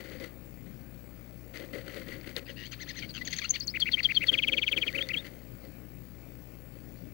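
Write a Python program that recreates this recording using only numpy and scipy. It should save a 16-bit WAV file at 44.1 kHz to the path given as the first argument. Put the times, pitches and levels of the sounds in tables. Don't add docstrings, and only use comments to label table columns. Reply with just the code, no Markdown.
import sys
import numpy as np
from scipy import signal
from scipy.fft import rfft, irfft, next_fast_len
from scipy.io import wavfile
from scipy.ndimage import uniform_filter1d, map_coordinates

SR = 44100
rng = np.random.default_rng(int(sys.argv[2]) if len(sys.argv) > 2 else 0)


def volts_from_db(level):
    exponent = np.asarray(level, float) / 20
    return 10 ** exponent


def materialize(psi):
    bounded = np.clip(np.atleast_2d(psi).T, -1, 1)
    quanta = np.round(bounded * 32767).astype(np.int16)
    wavfile.write(sys.argv[1], SR, quanta)


N = 314433


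def unit(x):
    return x / np.sqrt(np.mean(x ** 2) + 1e-20)


def along(points, hz):
    f, v = np.transpose(points)
    return np.interp(np.log(hz + 1), np.log(f + 1), v)


def wobble(rate, size=N):
    knots = rng.standard_normal(int(size * rate / SR) + 4)
    return map_coordinates(knots, [np.arange(size) * rate / SR])


def filtered(x, response):
    m = next_fast_len(N + SR // 2)
    return irfft(rfft(x, m) * response(np.fft.rfftfreq(m, 1 / SR)), m)[..., :N]


# [f/Hz, width/Hz, level/dB]
BOX = [(307.4, 44.3, 3), (539.5, 30.8, 6), (1346, 108.8, 6.5), (2014.4, 53.1, 16.5), (3092, 249, 2.5),
       (4512, 63.3, 7.5), (6288, 63, -8.5), (11050, 129, -33.5), (10870, 550, -24)]


def box(f, widen):
    total = 0
    for k, (c, width, db) in enumerate(BOX):
        damping = 1j * f * width * widen
        total = total + (-1) ** k * volts_from_db(db) * damping / (c * c - f * f + damping)
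    return total


# [t/s, length/s, crackle level/dB, push level/dB]
STRAW = [(0, 0.0248, -50, -49.5), (0.007, 0.271, -55, -52.5), (0.2, 0.0333, -50, -42),
         (0.231, 0.0467, -51, -53), (1.53, 0.0755, -50.5, -51), (1.589, 0.088, -54.5, -49),
         (1.679, 0.132, -67.5, -57.5), (1.728, 0.0462, -50.5, -45.5), (1.767, 0.0795, -54, -49.5),
         (1.847, 0.104, -52, -49.5), (1.927, 0.144, -52, -49), (2.054, 0.1437, -51.5, -50.5),
         (2.227, 0.0534, -59, -60), (2.258, 0.075, -50, -49), (2.351, 0.0237, -52, -53.5),
         (2.363, 0.0279, -41.5, -42), (2.386, 0.0432, -55.5, -48.5), (2.487, 0.046, -79, -49),
         (4.23, 0.0255, -46.5, -46), (4.257, 0.055, -54, -59.5), (4.309, 0.0776, -49.5, -45.5),
         (4.373, 0.076, -71, -56.5), (4.473, 0.0408, -52.5, -45.5), (4.514, 0.097, -57, -46.5),
         (4.61, 0.053, -75, -70), (4.708, 0.0498, -53.5, -47), (4.762, 0.0419, -47, -43.5),
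         (4.82, 0.084, -55.5, -50.5), (4.896, 0.0296, -51, -53), (4.928, 0.1155, -49, -47),
         (5.042, 0.2065, -53.5, -54.5), (5.237, 0.0627, -50, -53.5), (5.3, 0.139, -69, -67.5),
         (5.633, 0.052, -65.5, -57.5), (0.652, 0.068, -65, -59.5), (6.74, 0.069, -71.5, -60)]


def straw():
    strokes = np.zeros((2, N))
    for s, length, crackle_db, push_db in STRAW:
        swell = signal.windows.tukey(int(1.35 * length * SR), .3)
        swell = swell * volts_from_db(2.5 - 17 * np.linspace(0, 1, len(swell)) ** 2)
        start = round(s * SR)
        strokes[:, start:start + len(swell)] += swell * volts_from_db([[crackle_db], [push_db]])
    clumps = volts_from_db(2 * wobble(45) + 2.2 * wobble(200))
    thud = filtered(clumps * rng.standard_normal(N), lambda f: box(f, 1.424) / (1 + (f / 750) ** 6))
    contacts = (rng.random((2, N)) < .1) * rng.standard_normal((2, N))
    thick, thin = contacts * volts_from_db(1.5 * rng.exponential(size=(2, N)))
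    grains = filtered(thick, lambda f: f < 3700) + filtered(thin, lambda f: f >= 3700)

    def against_walls(f):
        low_cut = (f / 1150) ** 6 / (1 + (f / 1150) ** 6)
        return box(f, 3.83) * low_cut + volts_from_db(-13.5)

    crackle = filtered(clumps * grains, against_walls)
    return strokes[0] * unit(crackle) + strokes[1] * unit(thud)


# [f/Hz, level/dB per Hz]
AIR_SPECTRUM = [(12, -37.5), (20, -4), (49, -16.5), (123, -2.5), (300, -4.5), (408, -14.5), (539, -12),
                (942, -29),
                (2370, -24.5), (3400, -36.5), (8090, -37.5), (9560, -39.5), (12600, -37.5), (13700, -43.5),
        (14800, -30.5), (15800, -23.5)]


def air():
    z = signal.stft(rng.standard_normal(N), nperseg=512)[2]
    over_hz = uniform_filter1d(rng.standard_normal(z.shape), 6, 0)
    patches = unit(uniform_filter1d(over_hz, 14, 1))
    noise = signal.istft(z * volts_from_db(1.86 * patches), nperseg=512)[1][:N]

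    def colour(f):
        ringing = volts_from_db(-0.5) * np.abs(box(f, 0.74)) * (f > 3500)
        return volts_from_db(along(AIR_SPECTRUM, f)) * (1 + ringing)

    return volts_from_db(-51) * volts_from_db(.5 * wobble(3)) * unit(filtered(noise, colour))


# [f/Hz, rms level of a line/dB]
BUZZ = [(60, -54), (120, -55.5), (300, -67.5), (600, -80), (1500, -84), (4000, -97.5), (9000, -112)]
# [f/Hz, rms level of a line/dB]
SIZZLE = [(9000, -104), (12800, -99), (13700, -89), (14300, -92), (14700, -89), (15300, -83.5),
          (15450, -79), (15800, -86)]
# [multiple of the field rate, rms level/dB]
WHISTLE_LINES = [(131.25, -86.5), (261.5, -68), (262.5, -63)]
EDGES = (.45, .75)
TOP_HZ = 15790


def picture():
    field_hz, steps = 59.878, 2 ** 15
    half = np.arange(int(2 * TOP_HZ / field_hz)) / 2
    hz = half * field_hz
    first, second = np.exp(-2j * np.pi * np.outer(EDGES, half))
    buzz = volts_from_db(along(BUZZ, hz)) * (first - 0.177 * second)
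    sizzle = volts_from_db(along(SIZZLE, hz)) * (first + 1.48 * second)
    lines = np.where(half % 1 == 0, buzz, sizzle)
    lines[0] = 0
    frame = irfft(lines, steps) * steps / np.sqrt(2) / 1.312
    fields = field_hz * np.arange(N) / SR + .0003 * wobble(12)
    leak = np.interp(fields / 2 % 1 * steps, np.arange(steps), frame)
    for k, db in WHISTLE_LINES:
        leak += np.sqrt(2) * volts_from_db(db) * np.cos(2 * np.pi * k * (fields - .6))
    return leak * volts_from_db(.4 * wobble(4))


def right_hiss():
    return volts_from_db(-102) * filtered(rng.standard_normal(N), lambda f: (f / 7000) ** 2 / (1 + (f / 11000) ** 8))


# [t/s, peak level/dB]
TICKS = [(0.0159, -45.5), (0.0613, -43.5), (0.0987, -38), (0.1997, -32), (0.2402, -34), (0.6634, -54.5),
         (0.9456, -49), (1.5652, -47.5), (1.5731, -27), (1.5998, -34), (1.627, -41.5), (1.6588, -46),
         (1.8634, -39), (1.922, -38.5), (1.944, -31.5), (1.9689, -35.5), (1.9985, -36.5), (2.0167, -42.5),
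         (2.0867, -35.5), (2.124, -35), (2.143, -35.5), (2.2115, -38), (2.2754, -35), (2.2921, -32.5),
         (2.3933, -32), (4.4938, -34.5), (4.9044, -41), (4.9275, -29), (5.0253, -25.5), (5.0881, -23),
         (5.2675, -33), (5.6224, -50.5), (5.6752, -55.5), (6.7408, -53), (6.8034, -51), (6.9586, -47)]


def taps():
    level_db, t60_s = -3, .009
    t = np.arange(400) / SR
    bursts = np.zeros(N)
    for s, db in TICKS:
        tap = volts_from_db(db + level_db - 60 * t / t60_s) * rng.standard_normal(len(t))
        bursts[round(s * SR):][:len(t)] += tap
    return filtered(bursts, lambda f: box(f, 7) * np.clip(f / 3300, 0, 1) ** 1.5)


# [t/s, peak level/dB, body
# level/dB]
SNAPS = [(0.2107, -50.5, 8.5), (1.539, -56, 4), (1.731, -47, 16.5), (1.7834, -49.5, 21.5),
         (1.8795, -49, 24.5), (2.3634, -45, -1.5), (2.3813, -41.5, 16), (3.108, -47, -9),
         (3.679, -41.5, -20), (3.8017, -38, -30.5), (4.033, -49.5, -2.5), (4.2366, -39.5, -15.5),
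         (4.483, -38, -11.5), (4.6445, -56.5, 0), (4.7207, -37.5, -10), (4.7771, -48, 3.5),
         (5.252, -61.5, 11), (5.39, -58.5, 18.5)]


def snaps():
    t60_s = 0.0227
    t = np.arange(400) / SR
    direct, body = np.zeros((2, N))
    for s, db, body_db in SNAPS:
        burst = volts_from_db(db - 60 * t / t60_s) * rng.standard_normal(len(t))
        direct[round(s * SR):][:len(t)] += volts_from_db(-3) * burst
        body[round(s * SR):][:len(t)] += volts_from_db(body_db - 8.5) * burst
    return direct + filtered(body, lambda f: box(f, 0.76))


# [t/s, peak level/dB, f/Hz]
STALK = (2.3652, -20, 4300)


def breaking_stalk():
    s, db, hz = STALK
    t = np.arange(400) / SR
    out = np.zeros(N)
    ping = np.sin(2 * np.pi * hz * t * (1 - 58 * t))
    out[round(s * SR):][:len(t)] += volts_from_db(db - 60 * t / .008) * ping
    return out


# [f/Hz, width/Hz, level/dB]
PASSAGE = [(1400, 300, -9), (2050, 500, 0), (2950, 450, -.5), (4380, 400, 3), (6350, 450, 3)]


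def syllable(shape, hoarse, strongest=1, fall_db=35, throb=0):
    passage_top_hz, reach_db, round_ms, harmonics = 7800, 45, 1.8, 6
    ms, hz, level_db = np.array(shape).T
    t = np.arange(int(ms[-1] * SR / 1000)) * 1000 / SR
    size = len(t)
    glide = uniform_filter1d(np.interp(t, ms, hz), size=int(round_ms * SR / 1000))
    k = np.arange(1, min(harmonics, strongest + reach_db / fall_db) + .01)[:, None]
    f = k * glide
    passage = sum(volts_from_db(db) / (1 + ((c * c - f * f) / (f * w)) ** 2) for c, w, db in PASSAGE)
    share = volts_from_db(-fall_db * np.abs(k - strongest)) * passage
    share = share / (1 + (f / passage_top_hz) ** 16)
    share = share / np.linalg.norm(share, axis=0)
    pitch = glide * (1 + rng.normal(0, 0.00613) + 0.0808 * hoarse * wobble(514.8, size))
    roughness = np.array([wobble(600, size) for _ in k])
    shaken = 1 + hoarse * roughness + .11 * wobble(1800, size)
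    phase = 2 * np.pi * np.cumsum(pitch) / SR
    tone = volts_from_db(np.interp(t, ms, level_db)) * np.sum(share * shaken * np.sin(k * phase), axis=0)
    beat = 1 + throb * np.sin(2 * np.pi * 105 * t / 1000 + .5 * wobble(33.5, size))
    fade = np.clip(np.minimum(t - ms[0], ms[-1] - t) / 2, 0, 1)
    return np.sqrt(2) * tone * beat * fade


def garden_tail(dry):
    t = np.arange(SR // 4) / SR
    t60_s = np.array([[.02], [.2]])
    walls, garden = rng.standard_normal((2, len(t))) * volts_from_db(-60 * t / t60_s)
    tail = volts_from_db(-14) * walls / np.linalg.norm(walls) + volts_from_db(-25) * garden / np.linalg.norm(garden)
    return signal.fftconvolve(dry, tail)[:N]


# [t/ms, f/Hz, level/dB]
CHURR = [(0, 860, -63), (25, 930, -51), (46, 1000, -45), (65, 940, -63)]
LONG_CHURR = [(0, 880, -64), (14, 940, -49), (92, 980, -47), (102, 1090, -46), (118, 1070, -58)]
CHUCK = [(0, 1500, -62), (10, 1600, -45), (19, 1330, -48), (25, 1020, -45), (30, 850, -47), (36, 680, -56)]
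ARCH = [(0, 1150, -60), (9, 1300, -57), (16, 1600, -52), (24, 1950, -47), (32, 2150, -45), (40, 2080, -44),
        (52, 1800, -43), (60, 1750, -64)]
ARCH_TOP = [(28, 6150, -62), (36, 6150, -56), (41, 6190, -52), (45, 6000, -57), (50, 5600, -53),
            (57, 4970, -53), (64, 4660, -66)]
HOOK = [(0, 600, -59), (8, 810, -43), (12, 790, -41), (19, 690, -43), (24, 750, -50), (31, 710, -46),
        (40, 690, -59)]
FLICK = [(0, 1480, -70), (8, 4300, -55), (11, 4900, -45), (22, 4350, -49), (34, 4150, -57)]
RASP = [(0, 1570, -57), (10, 1550, -46), (30, 1550, -44.5), (38, 1320, -44), (43, 1380, -44),
        (52, 1160, -51)]
PIP = [(0, 1900, -61), (6, 1970, -41), (12.5, 2060, -37), (19, 2000, -44), (24, 2000, -70)]
LOOP = [(3, 2200, -60), (9.5, 3170, -42), (15, 3520, -50), (21, 3270, -43), (25, 2650, -59),
        (30, 2260, -38), (33, 2070, -34), (40, 1680, -41), (46, 1480, -51)]
DIP = [(0, 1080, -55), (6, 1200, -40), (13, 1130, -39), (23, 930, -45), (34, 1310, -37), (41, 1470, -36),
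       (47, 1370, -39), (52, 1420, -60)]
SQUEAK = [(0, 1880, -62), (5.5, 4390, -48), (8.5, 5610, -54), (11, 6430, -30), (14.5, 6470, -44),
          (20, 6480, -24), (27.4, 6280, -26), (30, 6260, -47), (60, 6320, -58)]
CHEW = [(0, 920, -60), (8.5, 1040, -41), (13.5, 1100, -36), (19.5, 1160, -39), (23.4, 1230, -40),
        (28, 1090, -32), (34.4, 930, -35), (42, 790, -52)]
TICK_UP = [(0, 6740, -53), (3.5, 6280, -40), (6.5, 5480, -53), (8.5, 4900, -36), (11, 4380, -29),
           (14, 4150, -44), (23.4, 4560, -41), (33, 5050, -48), (48, 5250, -51)]
# [t/ms, f/Hz, level/dB]
WARBLE = [(0, 2300, -50), (3, 2300, -40), (8, 1930, -39), (14, 2550, -34), (18, 2000, -34.5),
          (24.5, 2900, -34.5), (31, 2480, -33.5), (38, 1950, -30), (40, 1850, -50)]
LEAP = [(0, 1700, -56), (3, 3000, -50), (6.5, 4300, -36), (9, 4600, -31.5), (13.5, 4450, -33),
        (16.5, 4050, -43), (19.5, 3700, -46)]
WHISTLE_PUFF = [(0, 4300, -62), (5, 4500, -48), (19, 4550, -43), (27, 4300, -58)]
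WHISTLE = [(17, 3800, -46), (21, 3520, -31), (25.5, 3360, -23.5), (33, 3200, -22), (39, 3150, -29),
           (44, 3100, -48)]
TRILL_LEAD = [(0, 3050, -44), (3, 3300, -39), (6, 3150, -46)]
TRILL = [(4.5, 3200, -44), (7.5, 3330, -30), (9.3, 2900, -36), (12, 3270, -29), (14, 3450, -32),
         (16.5, 2980, -23), (19, 2530, -30.5), (28, 2240, -34), (34, 2030, -52)]
BROKEN_HUMP = [(1, 1950, -50), (5.5, 1900, -41), (9, 1850, -54), (13, 1900, -41), (17, 2200, -35),
               (25, 2600, -36), (31, 2350, -34), (34, 1950, -41), (36, 1900, -54)]
HUMP = [(0, 2300, -48), (5, 2050, -35), (9, 1960, -39), (13, 2300, -37), (21, 2760, -36), (27, 2300, -35),
        (31, 2000, -38), (34, 1900, -54)]
SECOND_HUMP = [(42, 2800, -50), (47, 3120, -36), (53, 2850, -27.5), (57, 2560, -33), (63, 2250, -38),
               (69, 2000, -48)]
RISE = [(70, 2950, -50), (78, 3170, -36), (83, 3270, -31.5), (93, 3430, -33), (96, 3500, -47),
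        (103, 3620, -44), (120, 3600, -55)]
VOICES = {"churr": (-7.5, CHURR, .8, 2.5, 5, .4), "long churr": (-7, LONG_CHURR, .5, 2.6, 3.5, .6),
          "chuck": (-3, CHUCK, .3, 1.9, 3), "arch top": (-1, ARCH_TOP, .7), "arch": (-9, ARCH, .14, 1.5, 9),
          "loop": (-6, LOOP, .2, 1.9, 4), "chew": (-9, CHEW, .2, 2.9, 7), "hook": (-15, HOOK, .4, 3.4, 6),
          "flick": (-16, FLICK, .21, 1, 5), "rasp": (-6, RASP, .7, 1.9, 8, .6),
          "dip": (-11, DIP, .18, 2.1, 6), "pip": (-14, PIP, .2, 1, 14), "squeak": (-25.5, SQUEAK, .24),
          "tick": (-22, TICK_UP, .15), "warble": (-19.5, WARBLE, .12), "leap": (-16, LEAP, .28),
          "puff": (-5, WHISTLE_PUFF, .7), "whistle": (-33, WHISTLE, .1, 1, 44.5),
          "trill": (-22.5, TRILL, .12, 1, 42), "trill lead": (-15, TRILL_LEAD, .2),
          "hump": (-24.5, HUMP, .13), "broken hump": (-24.5, BROKEN_HUMP, .13),
          "second hump": (-24.5, SECOND_HUMP, .1, 1, 42), "rise": (-26, RISE, .07, 1, 42)}
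# [notes of a syllable, [t/s, level/dB]]
CHATTER = [(["churr"], [(2.4552, -2)]), (["long churr"], [(2.56, -1.5)]), (["chuck"], [(2.7121, -0.5)]),
           (["arch", "arch top"], [(2.7839, -2), (2.8598, -0.5), (2.9396, -0.5)]), (["hook"],
           [(3.0169, 1)]), (["flick"], [(3.0838, 1)]), (["rasp"], [(3.138, -1)]), (["pip"], [(3.208, 0.5)]),
           (["loop"], [(3.2434, -0.5), (3.2988, -1.05), (3.3556, 0.5)]), (["dip"], [(3.412, 0.5)]),
           (["squeak"], [(3.4839, 0.5)]), (["chew"], [(3.5302, -1)]), (["tick"], [(3.5986, 0.5),
           (3.6699, 2)])]
# [notes of a syllable, [t/s, level/dB]]
CLIMAX = [
    (["warble"], [(3.7368, -1.55), (3.854, 0.25), (3.9688, 0.81), (4.0855, 0.66), (4.2057, 0.77)]),
    (["leap", "puff"], [(3.7948, 0), (3.9119, -2), (4.0251, -1), (4.1429, -4), (4.2625, -4.5)]),
    (["whistle"], [(3.7958, -2.64), (3.9119, -0.92), (4.0251, 0.81), (4.1429, 0.77), (4.2625, 1.7)]),
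    (["trill lead", "trill"], [(4.3251, 2.15), (4.3728, 1.46), (4.8122, 0.43), (4.8647, -1)]),
    (["broken hump"], [(4.9331, 0.64)]),
    (["hump"], [(5.0902, 0.5)]),
    (["second hump"], [(4.9331, -0.46), (5.0902, 0.8)]),
    (["rise"], [(4.9325, 0.45), (5.0912, 0.24)]),
]


def wren():
    start_s, every_s, first_db, fade_db = 4.4205, .04863, 1.4, .2
    run = [(["trill lead", "trill"], [(start_s + n * every_s, first_db - n * fade_db) for n in range(8)])]
    dry, airy = np.zeros((2, N))
    for names, times in CHATTER + CLIMAX + run:
        for name in names:
            breath_db, *voice = VOICES[name]
            for s, db in times:
                note = volts_from_db(db) * syllable(*voice)
                dry[round(s * SR):][:len(note)] += note
                airy[round(s * SR):][:len(note)] += volts_from_db(breath_db) * np.abs(note)

    def haze(f):
        middle = volts_from_db(-4) / (1 + ((f - 3100) / 600) ** 2)
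        low_cut = (f / 2700) ** 3 / (1 + (f / 2700) ** 3)
        return (box(f, 6) + middle) * low_cut

    breath = unit(filtered(rng.standard_normal(N), haze))
    lingering = signal.lfilter([.0006], [1, -.9994], airy)
    puffs = uniform_filter1d(airy, size=300) * .7 + .9 * lingering
    dry = dry + breath * volts_from_db(2.5 * wobble(50)) * puffs
    dry = dry + volts_from_db(-9) * filtered(dry, lambda f: box(f, .4) * (f > 3800))
    answer = filtered(dry, lambda f: box(f, 3) * (f > 4000))
    dry[400:] += volts_from_db(-13) * answer[:-400]
    return dry + garden_tail(dry)


def scene():
    mate = straw() + taps() + snaps() + breaking_stalk()
    heard = mate + air() + picture() + wren()
    early = .7 / SR
    leak = filtered(heard, lambda f: np.exp(2j * np.pi * f * early) / (1 + .3 * (f / 9000) ** 2))
    return np.array([volts_from_db(5.4) * heard, volts_from_db(-17.3) * leak + right_hiss()])


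def top_cut(x):
    return signal.sosfilt(signal.butter(12, 16730, fs=SR, output="sos"), x)


def record(dry):
    mix = filtered(dry, lambda f: f < TOP_HZ)
    return top_cut(mix)


dry = scene()
out = record(dry)
materialize(out)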